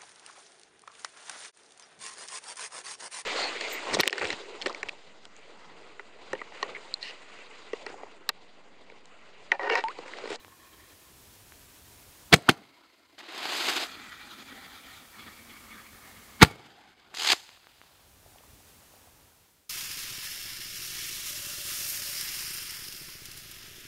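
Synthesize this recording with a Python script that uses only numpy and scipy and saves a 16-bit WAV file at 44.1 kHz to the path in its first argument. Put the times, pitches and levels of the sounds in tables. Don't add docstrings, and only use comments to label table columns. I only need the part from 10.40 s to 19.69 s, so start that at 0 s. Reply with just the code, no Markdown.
import sys
import numpy as np
from scipy import signal
from scipy.fft import rfft, irfft
from scipy.io import wavfile
from scipy.ndimage import uniform_filter1d

SR = 44100
rng = np.random.default_rng(int(sys.argv[2]) if len(sys.argv) > 2 else 0)


def bounce(signal):
    frames = np.transpose(np.atleast_2d(signal))
    limited = np.clip(frames, -1, 1)
    pcm = np.round(limited * 32767).astype(np.int16)
    wavfile.write(sys.argv[1], SR, pcm)


def natural_amplitude(level_db):
    exponent = np.asarray(level_db, float) / 20
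    return 10 ** exponent


N = 409813

# pitch_hz, level_db (per Hz)
STAR = [(70, -54.5), (120, -29.5), (325, -1), (520, -8), (700, -1), (1000, -2.5), (3800, 0), (4870, -2),
        (5610, -9), (6740, -11.5), (8300, -14.5), (9300, -20.5), (13000, -20.5), (15600, -31)]


def evened(x):
    return x / np.sqrt(np.mean(x ** 2) + 1e-20)


def read(points, hz):
    f, value = np.transpose(points)
    return np.interp(np.log(hz + 1), np.log(f + 1), value)


def add(mix, s, sound):
    part = mix[round(s * SR):][:len(sound)]
    part += sound[:len(part)]


def coloured(x, points):
    gain = natural_amplitude(read(points, np.fft.rfftfreq(len(x), 1 / SR)))
    return evened(irfft(rfft(x) * gain, len(x)))


def resonate(x, hz, width):
    turn = np.exp(2j * np.pi * np.cumsum(hz * np.ones(len(x))) / SR)
    r = np.exp(-np.pi * width / SR)
    return 2 * (turn * signal.lfilter([1 - r], [1, -r], x / turn)).real


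def dipped(x, hz, width, db):
    return x - (1 - natural_amplitude(db)) * resonate(x, hz, width)


def flutter(size, ms):
    span = int(ms * SR / 1000)
    return evened(uniform_filter1d(uniform_filter1d(rng.standard_normal(size), span), span))


def bumps(t, rows, rise=1.4, fall=1.0):
    total = 0
    for at, db, ms in rows:
        u = (t - at) * 1000 / ms
        total = total + db * np.exp(-(u * np.where(u < 0, rise, fall)) ** 2)
    return total


def ducking(t):
    duck_s = [
        -1.9,
        1.935,
        2.095,
        3.3,
        6.07,
        6.92,
    ]
    # depth_db, settling_s, held_s
    ducks = [(23.94, .1, 1), (12.905, .03, 0.34), (21, .065, 0.83), (3.5, .15, 0.74), (28, 0.1, 0.47),
             (12.96, .03, 0.34)]
    recover_s = 0.64
    pulls = []
    for s, (db, settle, held) in zip(duck_s, ducks):
        sinking = 1 - np.exp(-np.maximum(t - s, 0) / settle)
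        recovering = np.exp(-np.maximum(t - s - held, 0) / recover_s)
        pulls.append(db * sinking * recovering)
    return np.max(pulls, 0)


def background():
    # pitch_hz, level_db (per Hz)
    hiss_colour = [(88, -40), (150, -4), (290, -2), (339, -4.5), (481, -4), (912, -6.5), (967, -3),
                   (1040, -7), (15500, -10.5)]
    # pitch_hz, level_db (per Hz)
    wind_colour = [(12, -45), (20, -11), (54, 0), (91, 2), (208, -13), (307, -12.5), (366, -18), (400, -10),
                   (520, -42), (880, -120)]
    # time_s, level_db
    gusts = [(0, -3), (.7, -0.5), (1.9, 1.5), (2.5, -2.5), (3.3, 2.5), (4.4, -2), (5.6, 0.5), (6.2, 5),
             (6.6, 10), (7.0, -2), (7.7, 4.5), (8.4, 2), (9.3, 0)]
    hiss_db, wind_db = -53.5, -62.5
    wind_ducked = .92
    t = np.arange(N) / SR
    duck_db = ducking(t)
    hiss_gain = natural_amplitude(hiss_db - duck_db + 0.4 * flutter(N, 30))
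    hiss = coloured(rng.standard_normal(N), hiss_colour) * hiss_gain
    gusts_db = np.interp(t, *np.transpose(gusts)) + 2.1 * flutter(N, 60)
    wind_gain = natural_amplitude(wind_db - wind_ducked * duck_db + gusts_db)
    return hiss + coloured(rng.standard_normal(N), wind_colour) * wind_gain


def tube_tones(sputter, tube, pitch, tilt_db):
    size, tones = len(sputter), 0
    wander, shimmer_db = .012, 2.5
    for k, (hz, width, db) in enumerate(tube):
        tone_db = db + tilt_db * np.log2(max(hz / 1500, 1)) + shimmer_db * flutter(size, 40)
        drifting_hz = hz * pitch * (1 + wander * flutter(size, 60))
        ring = resonate(sputter, drifting_hz, width) / np.sqrt(width)
        tones = tones + (-1) ** k * natural_amplitude(tone_db) * ring
    return tones


def fizz(burn, tube, sag):
    # time_s, swell_db, length_ms
    surges = [(.12, -4, 56), (.26, 1.5, 30), (.335, 5.5, 15), (.42, 4, 35), (.505, 4, 25), (.58, -8, 30),
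              (.63, -1, 15), (.7, 5, 15), (.85, -13, 130), (2.088, 10.5, 25), (2.19, 0, 12.2),
              (3.745, 1, 8), (3.92, 1.5, 20), (3.965, -3, 15), (4.44, -1.5, 48), (4.5, 1.5, 30),
              (4.61, 0, 30), (4.69, -9.5, 55), (4.73, -2, 27), (4.797, 6, 16), (4.87, 4.5, 27),
              (5.05, -3.5, 40), (5.12, 2.5, 25), (5.2, -2, 44), (5.37, 3.5, 50), (5.7, 2.5, 99),
              (6.012, 22, 16.7), (6.56, -2.5, 15), (6.66, 2, 50), (6.745, 8.5, 38), (7.02, -2.5, 21),
              (7.12, 2, 50), (7.7, -7, 49)]
    cool_s = 0.019
    surge_tilt = 0.23
    s, end, first_db, last_db, glow_db = burn
    sink, open_share, first_tilt, last_tilt = sag
    t = np.arange(s, end, 1 / SR)
    size = len(t)
    share = np.clip(open_share, 0, 1)
    surge_db = bumps(t, surges, rise=0.92, fall=0.95)
    afterglow_db = glow_db * np.exp((s - t) / cool_s)
    level_db = np.linspace(first_db, last_db, size) + afterglow_db + surge_db
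    tilt_db = np.linspace(first_tilt, last_tilt, size) + surge_tilt * np.clip(surge_db, -6, 6)
    unrest_db = 0.4 * flutter(size, 35) + 1.6 * flutter(size, 9.7) + 1.0 * flutter(size, 1.3)
    sputter = rng.standard_normal(size) * natural_amplitude(unrest_db)
    pitch = 1 + sink * np.linspace(.5, -.5, size)
    inside = evened(tube_tones(sputter, tube, pitch, tilt_db))
    outside = natural_amplitude(.7 * tilt_db) * coloured(sputter, STAR)
    sound = np.sqrt(1 - share) * inside + np.sqrt(share) * outside
    return s, natural_amplitude(level_db) * sound * signal.windows.tukey(size, 400 / size)


def fuse(mix):
    # start_s, end_s, first_db, last_db, afterglow_db (of the blast before)
    burns = [
        (0, .85, -59, -62.5, 5),
        (1.952, 2.083, -55, -52.5, 4),
        (2.108, 2.805, -55.5, -63.5, 27),
        (3.44, 4.754, -46.5, -50.5, -7),
        (4.729, 6.022, -51.5, -56, 2.5),
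        (6.045, 6.746, -50, -61, 21.5),
        (6.935, 7.701, -55.5, -62.5, 15.5),
    ]
    # pitch_hz, width_hz, level_db
    first_tube = [(326, 50, -0.5), (1065.6, 67, 3), (1800, 120, -1), (2420, 110, -1), (3220, 100, -5),
                  (3980, 110, -3.5)]
    second_tube = [(290, 73, 1), (686.8, 110, 3), (1000, 92, -2), (1350, 100, 4), (2140, 120, 0.5),
                   (3500, 230, -11.5), (4410, 400, -12.5)]
    third_tube = [(244, 57, -6.5), (805, 60, -6.5), (1316, 200, -3), (1900, 134, -0.5), (2380, 160, -4.5),
                  (3000, 160, -38), (3350, 470, -2.5), (4220, 150, -3.5), (4500, 450, -11), (7200, 1390, -4.5)]
    fourth_tube = [(223, 41, -3.5), (802.5, 47, -9.5), (1200, 180, -1.5), (1796, 180, 0), (2220, 110, -1.5),
                   (3380, 130, -5), (4390, 200, -19)]
    fifth_tube = [(200, 150, -7), (378, 120, -1.5), (775, 110, -3.5), (1150, 130, -2.5), (1490, 200, -6),
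                  (2200, 120, -0.5), (3190, 400, -15.5), (4200, 500, -14.5)]
    tubes = [first_tube, second_tube, second_tube, third_tube, fourth_tube, fifth_tube, fifth_tube]
    # sinking of the tones (share), heard in open air (share 0-1),
    # first_tilt_db and last_tilt_db of the treble (per octave)
    sags = [(.01, .08, 1, -6), (.01, 0.56, -0.5, -4.5), (.01, .6, -6.5, 0), (.04, 0.16, -2, -0.5),
            (.04, .15, 2, -4), (.01, 0.47, -0.5, -4), (.01, 0.99, -2, -5)]
    for burn, tube, sag in zip(burns, tubes, sags):
        add(mix, *fizz(burn, tube, sag))


def tick(s, db, ms, damping):
    u = np.arange(900) / SR * 1000 / ms
    wave = np.sin(np.pi * u) * np.exp(-damping * (u - .5))
    band = signal.butter(1, (300, 8994), "band", fs=SR, output="sos")
    return s - .0001, natural_amplitude(db) * signal.sosfilt(band, wave)


def ticks(mix):
    # start_s, peak_db, half_cycle_ms, damping (per half-cycle)
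    cracks = [(0.0477, -32, 0.27, 2.42), (0.05, -47, 0.46, 0.57), (0.0814, -40, 0.51, 1.2),
              (1.122, -35.5, 0.29, 0.6), (1.1222, -43, .13, .4), (2.581, -50, 0.058, .6),
              (2.595, -51, .06, .6), (2.653, -53, .1, .6), (3.5547, -28.5, 0.17, 0.77),
              (6.7427, -26.5, .35, 1.53), (6.9313, -4.5, 0.14, 1.3), (6.9339, -12, 0.46, 1.37),
              (7.092, -31, 0.182, 1), (7.1197, -50, 0.168, 0.32), (7.174, -46, 0.434, 0.48),
              (7.2432, -47, 0.32, 0.48), (7.2701, -36.5, 0.32, 1.9), (7.4157, -34, 0.29, 1.7),
              (7.4376, -46.5, 0.49, .4), (7.9849, -40.5, 0.16, 0.393)]
    for row in cracks:
        add(mix, *tick(*row))


def blast(s, db, hz, fall_ms):
    # pitch_hz, level_db (per Hz)
    jet_colour = [(180, -23.5), (300, 3.5), (553, -4), (2210, -5), (2610, -8.5), (4070, -6.5),
                  (5310, -13.5), (8570, -17), (15500, -25.5)]
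    rise_ms = 0.94 * fall_ms
    boom_db = -21.5 + .62 * db - 13 * np.log2(max(hz / 4000, 1))
    ms = np.arange(-400, 1600) / SR * 1000
    shape = np.where(ms < 0, np.exp(-(ms / rise_ms) ** 2), np.exp(-np.abs(ms) / fall_ms))
    glide = 1 + 0.0044 * np.clip(ms, -5, 8)
    noise = rng.standard_normal((3, len(ms)))
    roar_colour = [(f, d + (f > 6000) * 6 * np.log2(hz / 8000)) for f, d in jet_colour]
    whistle = evened(resonate(resonate(noise[0], hz * glide, .42 * hz), hz * glide, 0.46 * hz))
    roar = min(hz / 2200, 1.3) * coloured(noise[1], roar_colour)
    jet = 0.59 * whistle + 0.71 * roar
    boom = evened(resonate(resonate(noise[2], 225, 190), 225, 190))
    return s - 400 / SR, shape * natural_amplitude(db) * jet + shape ** 0.45 * natural_amplitude(boom_db) * boom


def lift_charges(mix):
    # start_s, level_db, jet_tone_hz, length_ms
    puffs = [(1.918, -42.5, 1000, 8), (1.924, -23, 1200, 2.2), (1.9287, -8.5, 3372, 2.2),
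             (1.932, -9.5, 2200, 2), (1.936, -6, 1001, 1.8), (1.9373, -1, 2244, 1.9),
             (1.9415, -2.5, 2892, 2.1), (1.9421, -12, 8891, 1), (1.9461, -19, 2528, 4),
             (1.9467, -24.5, 6000, 2.5), (1.9625, -30, 6314, .9), (2.0853, -29, 850, 2.5),
             (2.0894, -6.5, 1150, 1.1), (2.0913, -7.5, 1500, 1.8), (2.0921, -16.5, 7996, 1.1),
             (2.0928, -11, 879, 2.2), (2.095, -8, 2805, 1.7), (2.096, -11.5, 2021, 3.6),
             (2.1004, -21.5, 3500, 3), (2.114, -28, 1800, 1), (2.1125, -37, 6000, 1.5),
             (6.01, -31, 1505, 3.3), (6.0158, -19.5, 3380, 2.5), (6.0204, -6, 1893, 2.1),
             (6.0233, -10.5, 3500, 2), (6.0275, -7, 4200, 2), (6.028, 4, 2000, 1.7),
             (6.0282, -11.5, 9516, 1), (6.0311, -9, 8376, .9), (6.032, 2, 1311, 2), (6.037, -14, 2473, 2.8),
             (6.049, -16.5, 1608, 1.1),
             (1.9335, -13, 760, 2.5), (1.942, -22, 13010, .8), (2.0935, -22, 12490, 1.2),
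              (6.0293, -17, 12990, 1.2), (6.032, -20, 12000, 1), (6.0372, -22, 7490, 1.5),
              (6.049, -31, 8500, .6)]
    for row in puffs:
        add(mix, *blast(*row))


def thump(s, db, hz, t60):
    t = np.arange(4000) / SR
    turns = hz * .005 * np.log(1 + t / 0.0046)
    return s, -natural_amplitude(db - 60 * t / t60) * np.sin(2 * np.pi * turns) * 2


def thumps(mix):
    # start_s, level_db, pitch_hz, die_away_s (to -60 dB)
    shoves = [
        (1.9313, -11.5, 290, 0.019),
        (1.9355, -15, 220, 0.023),
        (1.9424, -9.5, 240, 0.022),
        (2.093, -14, 260, .024),
        (6.0194, -12, 300, .016),
        (6.0241, -8.5, 350, 0.015),
        (6.029, -2, 195, .026),
    ]
    for row in shoves:
        add(mix, *thump(*row))


def tap(s, db, hz, cycles):
    turns = np.arange(-1500, 1500) / SR * hz
    ring = np.sin(2 * np.pi * turns) * np.exp(-(2.8 * turns / cycles) ** 2)
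    return s - 1400 / SR, 1.23 * natural_amplitude(db) * ring


def wall_returns(mix):
    # start_s, peak_db, pitch_hz
    swings = [(1.9628, -32, 155.8), (1.967, -37.5, 270), (2.1141, -36, 160.2), (2.12, -38, 280),
              (2.19, -52, 210), (6.0506, -30, 140.3)]
    for row in swings:
        add(mix, *tap(*row, cycles=5.2))


def spitting_embers(mix):
    # start_s, peak_db, pitch_hz
    spits = [(1.985, -30.5, 520), (2.018, -43, 398), (2.216, -44, 391.1), (6.111, -36.5, 363),
             (6.123, -46.5, 350), (6.134, -42.5, 390), (6.156, -40, 773), (6.169, -48, 740),
             (6.206, -46, 710), (6.231, -52.5, 425), (6.257, -43, 803), (6.286, -49, 753.8)]
    for row in spits:
        add(mix, *tap(*row, cycles=0.98))


def rush(star, colour, spectrum):
    # time_s, over_rush_db, length_ms, extra_top_treble_db
    flares = [(2.79, 5.5, 5.2, 13), (2.801, 4.5, 8, 7), (2.821, -9, 4, 10), (2.837, 1.5, 6, 1),
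              (2.876, -5.5, 5, 3), (2.888, 5.5, 7.5, -2), (2.898, 3, 3.9, -1), (2.923, 2, 7, 5),
              (2.949, 4.5, 5.1, -0.5), (2.961, 4, 4, -1), (2.98, 3.5, 5, 6), (2.99, 4.5, 5.5, -1),
              (3.029, 3, 6, 1), (3.0562, 9.5, 3.5, -5), (3.092, 2, 4, -0.5), (3.124, 3.5, 5, -1.5),
              (3.173, 0.5, 11, 3.5), (3.204, 3, 8, -2.5), (3.232, -3, 1.9, 2), (3.253, 2.5, 14.4, 0.5),
              (3.271, 3, 4, 0), (3.277, -4.5, 1.28, 0.5), (3.287, 7, 9.2, -1), (3.299, 4, 8.1, 3),
              (3.318, -1, 1.96, 6), (3.326, 2, 4, 0), (3.338, -2, 3, 3.5), (3.345, -3, 3.6, 0),
              (3.363, 4.5, 7.7, 2.5), (3.377, 3.5, 6, -1.5), (3.39, -4.5, 6.2, -1), (3.408, -5, 1.65, 2),
              (3.423, 1, 3, -1), (3.433, 2.5, 4, -4.5), (3.444, -4.5, 5.8, 2), (3.468, 7, 2.8, -4),
              (3.482, 2, 2.5, -3)]
    spins = [(6.743, 1, 2.5, 2), (6.749, 8, 3.56, 5), (6.761, 0, 3.3, 10.5), (6.7725, 12.5, 4.2, 0),
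             (6.786, 9, 4, 2), (6.798, 10, 5.7, 1), (6.8105, 5.5, 3.5, 3), (6.822, 8.5, 4.5, 3.5),
             (6.8345, 6.5, 4.5, 2), (6.848, 7.5, 5.5, 1.5), (6.861, 7.5, 3.6, -2), (6.875, 9.5, 5.5, 1),
             (6.8885, 8.5, 3.7, -3), (6.903, 9, 5.8, -2), (6.913, 5.5, 2.5, 1), (6.9215, 11.5, 5.5, 0.5),
             (6.93, 3.5, 2, 4.5)]
    trail_s, trail_db = 0.275, -26.5
    smoulder_db, snuff_db, snuff_s = -18, -18, 0.0133
    s, catching, full, out, full_db = star
    full_tilt, tilt_per_db, full_top, top_per_db, trail_top = colour
    t = np.arange(s, out + trail_s, 1 / SR)
    size = len(t)
    after = np.maximum(t - out, 0)
    gone = 1 - np.exp(-after / snuff_s)
    grown = np.clip((t - catching) / (full - catching), 0, 1) ** 0.777
    growth_db = smoulder_db * (1 - grown)
    weak_db = growth_db + snuff_db * gone + trail_db * after / trail_s
    tilt_db = full_tilt + tilt_per_db * weak_db
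    top_db = full_top + top_per_db * growth_db + trail_top * gone
    snap_gain = natural_amplitude(2.6 * np.minimum(rng.exponential(1, size), 3))
    snaps = (rng.random(size) < 3500 / SR) * snap_gain * rng.choice([-1, 1], size)
    hiss = rng.standard_normal(size) * natural_amplitude(0.59 * flutter(size, 1.0) + 1.5 * flutter(size, 2.2))
    wide = coloured(evened(hiss) + 0.82 * evened(snaps), spectrum)
    both = [*flares, *spins]
    flare_db = bumps(t, [(at, db, ms) for at, db, ms, top in both])
    spark_db = bumps(t, [(at, top, ms) for at, db, ms, top in both])
    low = signal.sosfilt(signal.butter(1, 1800, fs=SR, output="sos"), wide)
    middle = signal.sosfiltfilt(signal.butter(3, 5600, fs=SR, output="sos"), wide - low)
    top_band = (wide - low - middle) * natural_amplitude(top_db + spark_db)
    sound = low * natural_amplitude(-tilt_db) + (middle + top_band) * natural_amplitude(tilt_db)
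    return s, sound * natural_amplitude(full_db + weak_db + flare_db) * signal.windows.tukey(size, 300 / size)


def burning_stars(mix):
    # lit_s, catching_s, full_s, out_s, full_db
    stars = [
        (2.778, 2.856, 3.139, 3.448, -31.5),
        (6.739, 6.77, 6.9, 6.93, -27.5),
    ]
    # full_tilt_db, tilt_db (per dB of level), full_top_treble_db,
    # top_db (per dB of growth), trail_top_db
    colours = [
        (-1, 0.1512, 1, 0.32, 12),
        (2, 0, -2.5, -0.06, 6.5),
    ]
    # pitch_hz, level_db (per Hz)
    spinner = [(70, -62), (120, -34), (415, -5.5), (590, -14.5), (800, -2), (1050, -7.5), (2000, -4.5),
               (3800, -2), (5000, -3), (5610, -9), (6900, -9), (8400, -16), (9400, -21.5), (13000, -24),
               (15600, -35)]
    for star, colour, spectrum in zip(stars, colours, (STAR, spinner)):
        add(mix, *rush(star, colour, spectrum))


def rustle():
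    # time_s, level_db
    settling = [(7.45, -67), (7.8, -72.5), (8.0, -65), (8.2, -74.5), (8.55, -64), (8.8, -63), (9.1, -67.5)]
    s, db = np.transpose(settling)
    level_db = np.interp(np.arange(s[0], s[-1], 1 / SR), s, db)
    size = len(level_db)
    grains = rng.standard_normal(size) * natural_amplitude(2.8 * flutter(size, 2.6))
    return s[0], natural_amplitude(level_db) * evened(resonate(resonate(grains, 770, 1000), 770, 1035))


def landing_cinders(mix):
    # start_s, peak_db, pitch_hz
    taps = [(7.509, -57.5, 641), (7.861, -48.5, 653), (7.958, -47, 680), (8.006, -52.5, 589.6),
            (8.036, -48, 1000), (8.203, -51.5, 724), (8.538, -49, 674), (8.564, -55, 633),
            (8.672, -46, 700)]
    for row in taps:
        add(mix, *tap(*row, cycles=2.92))


def field(x):
    # delay_s, level_db
    echoes = [
        (.0025, -22),
        (0.043, -37),
        (.083, -35.5),
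        (.128, -44.5),
    ]
    # pitch_hz, die_away_s (to -60 dB)
    lasting = [(60, .4), (250, 0.77), (1000, .45), (4000, .4), (12000, .2)]
    # pitch_hz, level_db
    scatter = [(40, -13.5), (100, -8), (160, -8), (340, -8), (550, -0.5), (900, -6), (2000, -14.5),
               (4000, -11), (6500, -4), (12000, -4)]
    clicks = np.zeros(SR)
    at = np.arange(300, SR - 20, 20)
    clicks[at + rng.integers(0, 20, len(at))] = rng.choice([-1., 1.], len(at))
    hz, t, z = signal.stft(clicks, SR, nperseg=256)
    early = natural_amplitude(-60 * t / 0.089)
    late = natural_amplitude(-18.5 - 60 * t / read(lasting, hz)[:, None])
    tail = signal.istft(z * (early + late), SR, nperseg=256)[1]
    tail *= natural_amplitude(-16.0) / np.linalg.norm(tail)
    for delay, db in echoes:
        tail[round(delay * SR)] += natural_amplitude(db)
    gain = natural_amplitude(read(scatter, np.fft.rfftfreq(len(tail), 1 / SR)))
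    tail = irfft(rfft(tail) * gain, len(tail))
    return signal.fftconvolve(x, tail[:SR - SR // 10])[:N]


def scene():
    # pitch_hz, width_hz, level_db
    ground_dip = (575, 160, -12)
    # pitch_hz, width_hz, level_db
    notch = (5600, 500, -9.5)
    shots, loud, near = np.zeros((3, N))
    fuse(near)
    ticks(loud)
    lift_charges(shots)
    thumps(shots)
    wall_returns(loud)
    spitting_embers(loud)
    burning_stars(loud)
    add(near, *rustle())
    landing_cinders(loud)
    loud = loud + dipped(shots, *ground_dip)
    air = dipped(loud + field(loud) + near, *notch)
    air = signal.sosfilt(signal.butter(2, 55, "high", fs=SR, output="sos"), air)
    return (air + background())[None]


def roll_off(x):
    return signal.sosfilt(signal.butter(12, 15670, fs=SR, output="sos"), x)


def record(dry):
    # time_s, peak (1 = full scale)
    overload = [(2.0, 1.04), (2.05, 0.54), (2.5, 0.54), (3.0, 1.06)]
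    # full_s, silent_s
    fade_s = (8.29, 9.55)
    t = np.arange(N) / SR
    ceiling = np.interp(t, *np.transpose(overload))
    clipped = dry / (1 + np.abs(dry / ceiling) ** 6) ** (1 / 6)
    faded = clipped * np.interp(t, fade_s, (1, 0))
    edge = signal.firwin(511, 15800, window=("kaiser", 8), fs=SR)
    finished = signal.oaconvolve(faded, edge[None], "same")
    return roll_off(finished)


dry = scene()
out = record(dry)
bounce(out)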